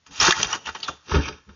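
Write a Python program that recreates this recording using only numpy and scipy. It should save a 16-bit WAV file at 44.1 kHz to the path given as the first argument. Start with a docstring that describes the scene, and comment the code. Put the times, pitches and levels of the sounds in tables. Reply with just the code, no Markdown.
"""Night hush, then a bear shoves a plastic wheelie bin lying on a concrete drive: filtered noise, then grit.
The rim grinds in one hard drag, as showers of tiny impacts sent through the resonances of the walls.
Claws and lid tick and clatter as ringing sines and short grit bursts, amid low rumble and brief rasps.
Then the bin tips over an edge, its hollow body booms as decaying sines, and it scrapes to rest.
A small outdoor camera hears it with a faint tail from the yard, little bass and no top treble."""
import sys
import numpy as np
from scipy import signal
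from scipy.fft import rfft, irfft
from scipy.io import wavfile

SR = 44100
rng = np.random.default_rng(int(sys.argv[2]) if len(sys.argv) > 2 else 0)


def unload_audio(sound):
    """Save the sound as a 16-bit wav file, at the path given as the first command line argument."""
    columns = np.transpose(np.atleast_2d(sound))
    # keep every value between -1 and 1, then stretch to whole-number steps
    steps = np.round(np.clip(columns, -1, 1) * 32767)
    wavfile.write(sys.argv[1], SR, steps.astype(np.int16))


N = 68355
T = np.arange(N) / SR  # seconds
HZ = np.arange(N + 1) * SR / (2 * N) + 1e-6  # filter frequencies, kept just above zero

# colour of the night air: pitch_hz, relative_level_db
NIGHT_COLOUR = [(18, -28.5), (30, -10), (92, 1), (496, -18), (1180, -11), (1450, -15.5), (3610, -15),
                (6540, -16.5), (7000, -18), (9100, -20), (15400, -120)]
# level curves of the rim dragging on concrete: time_s, bass_db, middle_db, treble_db
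DRAG_LEVELS = [(0, -77, -84, -110), (.06, -92.5, -73, -68), (0.105, -68, -59.5, -62.5),
               (0.111, -69, -52.5, -50), (.195, -55.5, -42.5, -33), (0.224, -37.5, -18.5, -16),
               (0.256, -33, -22, -18), (0.29, -36.5, -16, -18), (0.302, -42, -27, -22),
               (.335, -63, -34, -36.5), (.41, -35.5, -31, -28), (.466, -41, -39, -39.5),
               (.515, -46, -32.5, -33.5), (0.554, -38, -32, -33), (0.597, -57.5, -59, -58),
               (.72, -58.5, -63.5, -53), (.87, -52.5, -43.5, -46.5), (0.941, -55, -57, -53.5),
               (1, -83.5, -66.5, -68), (1.05, -71, -65, -60), (1.084, -46.5, -45, -43.5),
               (1.107, -39, -39.5, -36.5), (1.158, -21.5, -24.5, -33), (1.202, -32, -46.5, -42.5),
               (1.216, -41, -40.5, -37.5), (1.256, -42, -45, -42.5), (1.294, -36, -46.5, -46.5),
               (1.315, -42.5, -48, -48.5), (1.38, -63.5, -56, -59), (1.439, -82, -67, -73),
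               (1.55, -58.5, -60, -61)]
# borders of the three drag bands: edge_hz
DRAG_BAND_EDGES = [70, 720, 2100, 7200]
# resonances of the plastic walls: pitch_hz, width_hz, relative_level_db
WALL_RESONANCES = [(372, 26, -3.5), (429, 22, 6), (893.3, 35, 6.5), (1115, 51, 1), (1285, 44, 8),
                   (1418, 49, 2.5), (1530, 15, -2), (1639, 13, -0.5), (1725, 12, 4), (1878, 30, 3.5),
                   (2472, 56, 6.5), (2764, 70, 9.5), (3168, 97, 8), (3630, 26, 11), (4650, 34, 5),
                   (4910, 20, 8), (5486, 52, 4.5), (5920, 52, 4.5), (5670, 55, 10), (6144, 32, 9),
                   (6490, 50, 6.5)]
# smooth dips in the walls' sound: pitch_hz, half_width_hz, depth_db
WALL_HOLLOWS = [(563, 470, -1.5), (2090, 55, -8.5)]
# knocks and scuffs on the shell: start_s, rise_s, decay_s, bass_db, middle_db, upper_middle_db, treble_db
SHELL_KNOCKS = [(.061, .004, 0.014, -69, -49.5, -49, -49.5), (.2, 0.0006, 0.0061, -34.5, -23, -17, -30),
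                (.209, 0.0035, 0.01, -32, -22, -20, -18), (0.247, 0.00095, 0.0073, -37.5, -18, -18, -24),
                (0.266, 0.00082, 0.0052, -29.5, -24, -17, -26.5),
                (0.307, 0.0013, 0.0024, -38, -20.5, -9, -14),
                (0.322, 0.00074, 0.0021, -43.5, -29, -14.5, -23.5),
                (.429, 0.0013, 0.0016, -28, -23.5, -12.5, -19),
                (0.443, 0.0034, 0.0057, -31, -28.5, -24, -33.5),
                (.529, 0.0016, 0.011, -51, -22, -44, -43.5), (.65, .011, 0.0034, -53, -36.5, -40.5, -41.5),
                (.668, .0025, 0.013, -41, -27, -33, -36.5), (0.687, 0.0037, 0.0085, -40, -30, -37, -49.5),
                (0.746, 0.0061, 0.011, -43, -29.5, -36.5, -44.5),
                (0.801, 0.0013, 0.0034, -51.5, -62, -40, -42),
                (0.831, 0.00074, 0.018, -59, -43.5, -34.5, -42),
                (0.879, 0.0024, 0.0078, -55.5, -44, -33.5, -34),
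                (0.886, 0.0011, 0.016, -31, -44, -43.5, -44.5),
                (1.112, 0.0042, 0.0067, -35.5, -21.5, -35, -36),
                (1.14, 0.0061, 0.03, -22.5, -22.5, -29, -46),
                (1.253, 0.003, 0.016, -52, -34.5, -40.5, -40.5),
                (1.278, 0.0054, 0.0081, -50, -31, -31.5, -35),
                (1.488, 0.0021, 0.015, -54.5, -47.5, -55.5, -67)]
# borders of the four knock bands: edge_hz
KNOCK_BAND_EDGES = [110, 720, 2100, 4900, 7200]
# the hollow body humming as it slides and rocks: middle_s, half_length_s, level_db
BODY_RUMBLES = [(0.118, 0.031, -47.5), (0.225, 0.028, -32), (0.389, 0.03, -37.5), (0.467, .018, -39),
                (0.553, 0.031, -58), (0.693, 0.043, -50), (1.08, 0.014, -57), (1.179, .015, -32),
                (1.292, .045, -38), (1.497, 0.024, -44.5)]
# ringing air and big panels of the bin: pitch_hz, relative_level_db, t60_s
BODY_MODES = [(44, -27, .15), (75, 1, 0.23), (90.9, -8.5, .15), (135, -6.5, .12), (165.5, -2.5, 0.15),
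              (200.2, -8, .2), (279, -9, 0.26), (353, -13, 0.14), (445, -20, 0.39), (477, -16, 0.11),
              (590, -20, .2)]
# claws and hard edges, one short ring each: start_s, pitch_hz, peak_db, decay_s
CLAW_TICKS = [(.2005, 5370, -7.5, .0018), (0.209, 5780, -13, .002), (.282, 361, -18, 0.0056),
              (0.28, 177, -24, 0.0059), (.306, 3608, -9.5, 0.0021), (.306, 1153, -11, 0.0019),
              (.323, 1748, -12, .0025), (0.4293, 5995, -8.5, 0.0013), (0.428, 4800, -22.5, 0.0012),
              (0.4306, 3153, -13, 0.0014), (0.4696, 5800, -24.5, 0.0014), (0.5082, 5800, -27, 0.0018),
              (0.5283, 5800, -14.5, 0.0012), (0.527, 2940, -20.5, 0.0051), (.66, 3040, -26.5, 0.0011),
              (.748, 5900, -35.5, .002), (.806, 4480, -37.5, .002), (.829, 4610, -23.5, .0015),
              (0.83, 2946, -25, 0.0022), (0.878, 5950, -30.5, .002), (0.8829, 1366, -20.5, 0.0032),
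              (.834, 3517, -38.5, 0.029), (1.115, 889, -19.5, 0.0035)]
# blows that set the hollow bin booming: start_s, level_db, contact_s
BODY_BLOWS = [(0.216, -31.5, 0.01), (0.891, -41, 0.0053), (1.119, -18.5, 0.0061), (1.1445, -23.5, 0.004),
              (1.158, -11, 0.0024), (1.19, -17.5, 0.0025), (1.49, -36, 0.0047)]
# rubbing plastic around one resonance: middle_s, half_length_s, pitch_hz, width_hz, level_db
PLASTIC_RASPS = [(.274, 0.014, 1330, 300, -22), (.344, 0.0066, 1900, 360, -32.5),
                 (.545, 0.018, 1010, 250, -37), (0.67, 0.018, 3000, 700, -35.5),
                 (0.76, .012, 1900, 140, -48.5), (0.76, .014, 2950, 300, -39.5),
                 (.84, .012, 3800, 1700, -32), (.897, .016, 710, 260, -37.5), (.892, .01, 1155, 170, -32.5),
                 (.29, 0.0082, 350, 60, -28.5), (1.162, 0.03, 424, 110, -24),
                 (1.255, 0.025, 2470, 477, -32.5), (1.199, 0.014, 1740, 260, -36),
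                 (1.333, 0.0077, 2400, 400, -43.5)]
# dips once the tipped bin turns another face to the camera: pitch_hz, half_width_hz, depth_db
TURNED_HOLLOWS = [(702.2, 143, -10), (1941, 82, -16.5), (4290, 95, -21), (6390, 110, -9.5),
                  (7040, 530, -22)]

NIGHT_DB = -66.5
GRIT_PER_S, GRIT_SPREAD_DB = 4000, 4.5  # impacts per second, scale of their random sizes
JUDDER_HZ, JUDDER_DB = 140, 1  # speed and spread of the drag's unsteadiness
SHELL_DIRECT_DB = 3  # unresonant sound straight through the walls
TICK_FLUTTER_HZ, TICK_FLUTTER_RAD = 300, 0.71
SETTLES_S, SETTLE_FADE_S, SETTLE_DB = 1.208, 0.0092, -7.5  # lying on the ground muffles the boom
TIPS_S, TURN_S = 1.06, 0.014
SIDE_DB, SIDE_T60_S = -37, .03  # faint short noise tail following the bin, opposite in left and right
YARD_DB, YARD_T60_S, YARD_DELAY_S = -21.5, .42, 0.021
LOW_CUT_HZ, TOP_HZ = 58, 7000
CEILING = .62  # amplitude the rounded peaks approach


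def undb(db):
    """Turn decibels into an amplitude factor."""
    return 10 ** (np.asarray(db) / 20)


def unit(x):
    """Scale to an RMS of 1."""
    return x / np.sqrt(np.mean(x ** 2))


def shape(x, response):
    """Filter by a frequency response given on HZ."""
    return irfft(rfft(x, 2 * N) * response)[:N]


def ring(x, impulse):
    """Let x excite an impulse response."""
    return shape(x, rfft(impulse, 2 * N))


def wander(hz):
    """Smooth random drift with spread 1: noise with its fast changes removed."""
    return unit(shape(rng.standard_normal(N), 1 / (1 + (HZ / hz) ** 4)))


def swell(middle, half, db):
    """A bell-shaped rise and fall."""
    return undb(db) * np.exp(-((T - middle) / half) ** 2)


def hollow(rows):
    """A frequency response with smooth dips."""
    return undb(sum(depth * np.exp(-((HZ - hz) / width) ** 2) for hz, width, depth in rows))


def resonance(hz, width):
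    """Frequency response of one resonance, 1 at its peak."""
    return 1 / (1 + 1j * (HZ / hz - hz / HZ) * hz / width)


def night():
    """Faint steady outdoor hush: noise coloured along a level curve."""
    hz, db = np.array(NIGHT_COLOUR).T
    colour = undb(np.interp(np.log(HZ), np.log(hz), db))
    return undb(NIGHT_DB) * unit(shape(rng.standard_normal(N), colour))


def grit():
    """Dense tiny impacts of very unequal size and random direction."""
    hit = rng.random(N) < GRIT_PER_S / SR
    direction = rng.choice([-1, 1], N)
    size = undb(GRIT_SPREAD_DB * np.minimum(rng.exponential(size=N), 2))
    return unit(hit * direction * size)


def shell(x, low, high):
    """One band of the plastic walls' resonant response, at unit power gain."""
    walls = undb(SHELL_DIRECT_DB) + sum(undb(db) * resonance(hz, width) for hz, width, db in WALL_RESONANCES)
    band_filter = signal.butter(N=4, Wn=[low, high], btype="band", fs=SR, output="sos")
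    band = signal.sosfreqz(band_filter, HZ, fs=SR)[1]
    response = walls * band * hollow(WALL_HOLLOWS)
    return shape(x, response / np.sqrt(np.mean(abs(response) ** 2)))


def drag():
    """The rim sticks and slips over the grit and shakes the walls."""
    times, *band_levels = np.array(DRAG_LEVELS).T
    judder = unit(undb(JUDDER_DB * wander(JUDDER_HZ)))
    out = 0
    for db, low, high in zip(band_levels, DRAG_BAND_EDGES, DRAG_BAND_EDGES[1:]):
        force = grit() * judder * undb(np.interp(T, times, db))
        out = out + shell(force, low, high)
    return out


def knocks():
    """Short crunching contacts; the spot that is hit sets the balance of the bands."""
    band_forces = 0
    for start, rise, decay, *band_dbs in SHELL_KNOCKS:
        age = T - start
        envelope = np.clip(age / rise, 0, 1) * np.exp(-np.maximum(age - rise, 0) / decay)
        band_forces = band_forces + np.outer(undb(band_dbs), envelope)
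    bands = zip(band_forces, KNOCK_BAND_EDGES, KNOCK_BAND_EDGES[1:])
    return sum(shell(force * grit(), low, high) for force, low, high in bands)


def body():
    """Impulse response of the hollow bin: decaying sines of its air and big panels."""
    return sum(undb(db - 60 * T / t60) * np.sin(2 * np.pi * hz * T) for hz, db, t60 in BODY_MODES)


def rumble():
    """Uneven sliding keeps the hollow body humming."""
    hum = unit(ring(grit(), body()))
    return hum * sum(swell(*row) for row in BODY_RUMBLES)


def ticks():
    """Hard little contacts swell and ring for a few milliseconds with a fluttering phase."""
    out, flutter = 0, wander(TICK_FLUTTER_HZ)
    for start, hz, db, decay in CLAW_TICKS:
        age = np.maximum(T - start, 0)
        envelope = age / decay * np.exp(1 - age / decay)  # peaks at 1
        phase = 2 * np.pi * hz * age + TICK_FLUTTER_RAD * flutter
        out = out + undb(db) * envelope * np.sin(phase)
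    return out


def thumps():
    """Soft pushes ring the hollow body; longer contact sounds deeper, and the ground muffles it at rest."""
    force = 0
    for start, db, contact in BODY_BLOWS:
        push = np.sin(np.pi * np.clip((T - start) / contact, 0, 1)) ** 2
        force = force + undb(db) * push / push.sum()
    settled = np.clip((T - SETTLES_S) / SETTLE_FADE_S, 0, 1)
    return ring(force, body()) * undb(SETTLE_DB * settled)


def rasps():
    """Friction locks briefly on to one resonance of a wall."""
    out = 0
    for middle, half, hz, width, db in PLASTIC_RASPS:
        rasp = unit(shape(grit(), resonance(hz, width) ** 2))
        out = out + swell(middle, half, db) * rasp
    return out


def tipping(x):
    """The colour crossfades to a more hollowed one as the bin turns over."""
    turned = np.clip((T - TIPS_S) / TURN_S, 0, 1)
    return (1 - turned) * x + turned * shape(x, hollow(TURNED_HOLLOWS))


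def diffuse_tail(x, t60, delay):
    """Smear x into a diffuse tail: decaying noise, silent until the delay, with unit energy."""
    tail = rng.standard_normal(N) * undb(-60 * T / t60) * (T > delay)
    return ring(x, tail / np.sqrt(np.sum(tail ** 2)))


def scene():
    """Sum the bin's sounds, add yard and night, and add a faint left-right difference."""
    bin_sound = tipping(drag() + knocks() + rumble() + ticks() + thumps() + rasps())
    side = undb(SIDE_DB) * diffuse_tail(bin_sound, SIDE_T60_S, 0)
    # house wall, fence and trees return the sound
    yard = undb(YARD_DB) * diffuse_tail(bin_sound, YARD_T60_S, YARD_DELAY_S)
    return night() + bin_sound + yard + np.array([side, -side])


def record(dry):
    """The camera drops the lowest bass, rounds the loudest peaks and cuts the top."""
    low_cut = signal.butter(2, LOW_CUT_HZ, "high", fs=SR, output="sos")
    thin = signal.sosfilt(low_cut, dry)
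    rounded = CEILING * np.tanh(thin / CEILING)
    top_cut = signal.ellip(10, .3, 75, TOP_HZ, fs=SR, output="sos")  # ripple dB, rejection dB
    return signal.sosfilt(top_cut, rounded)


dry = scene()
out = record(dry)
unload_audio(out)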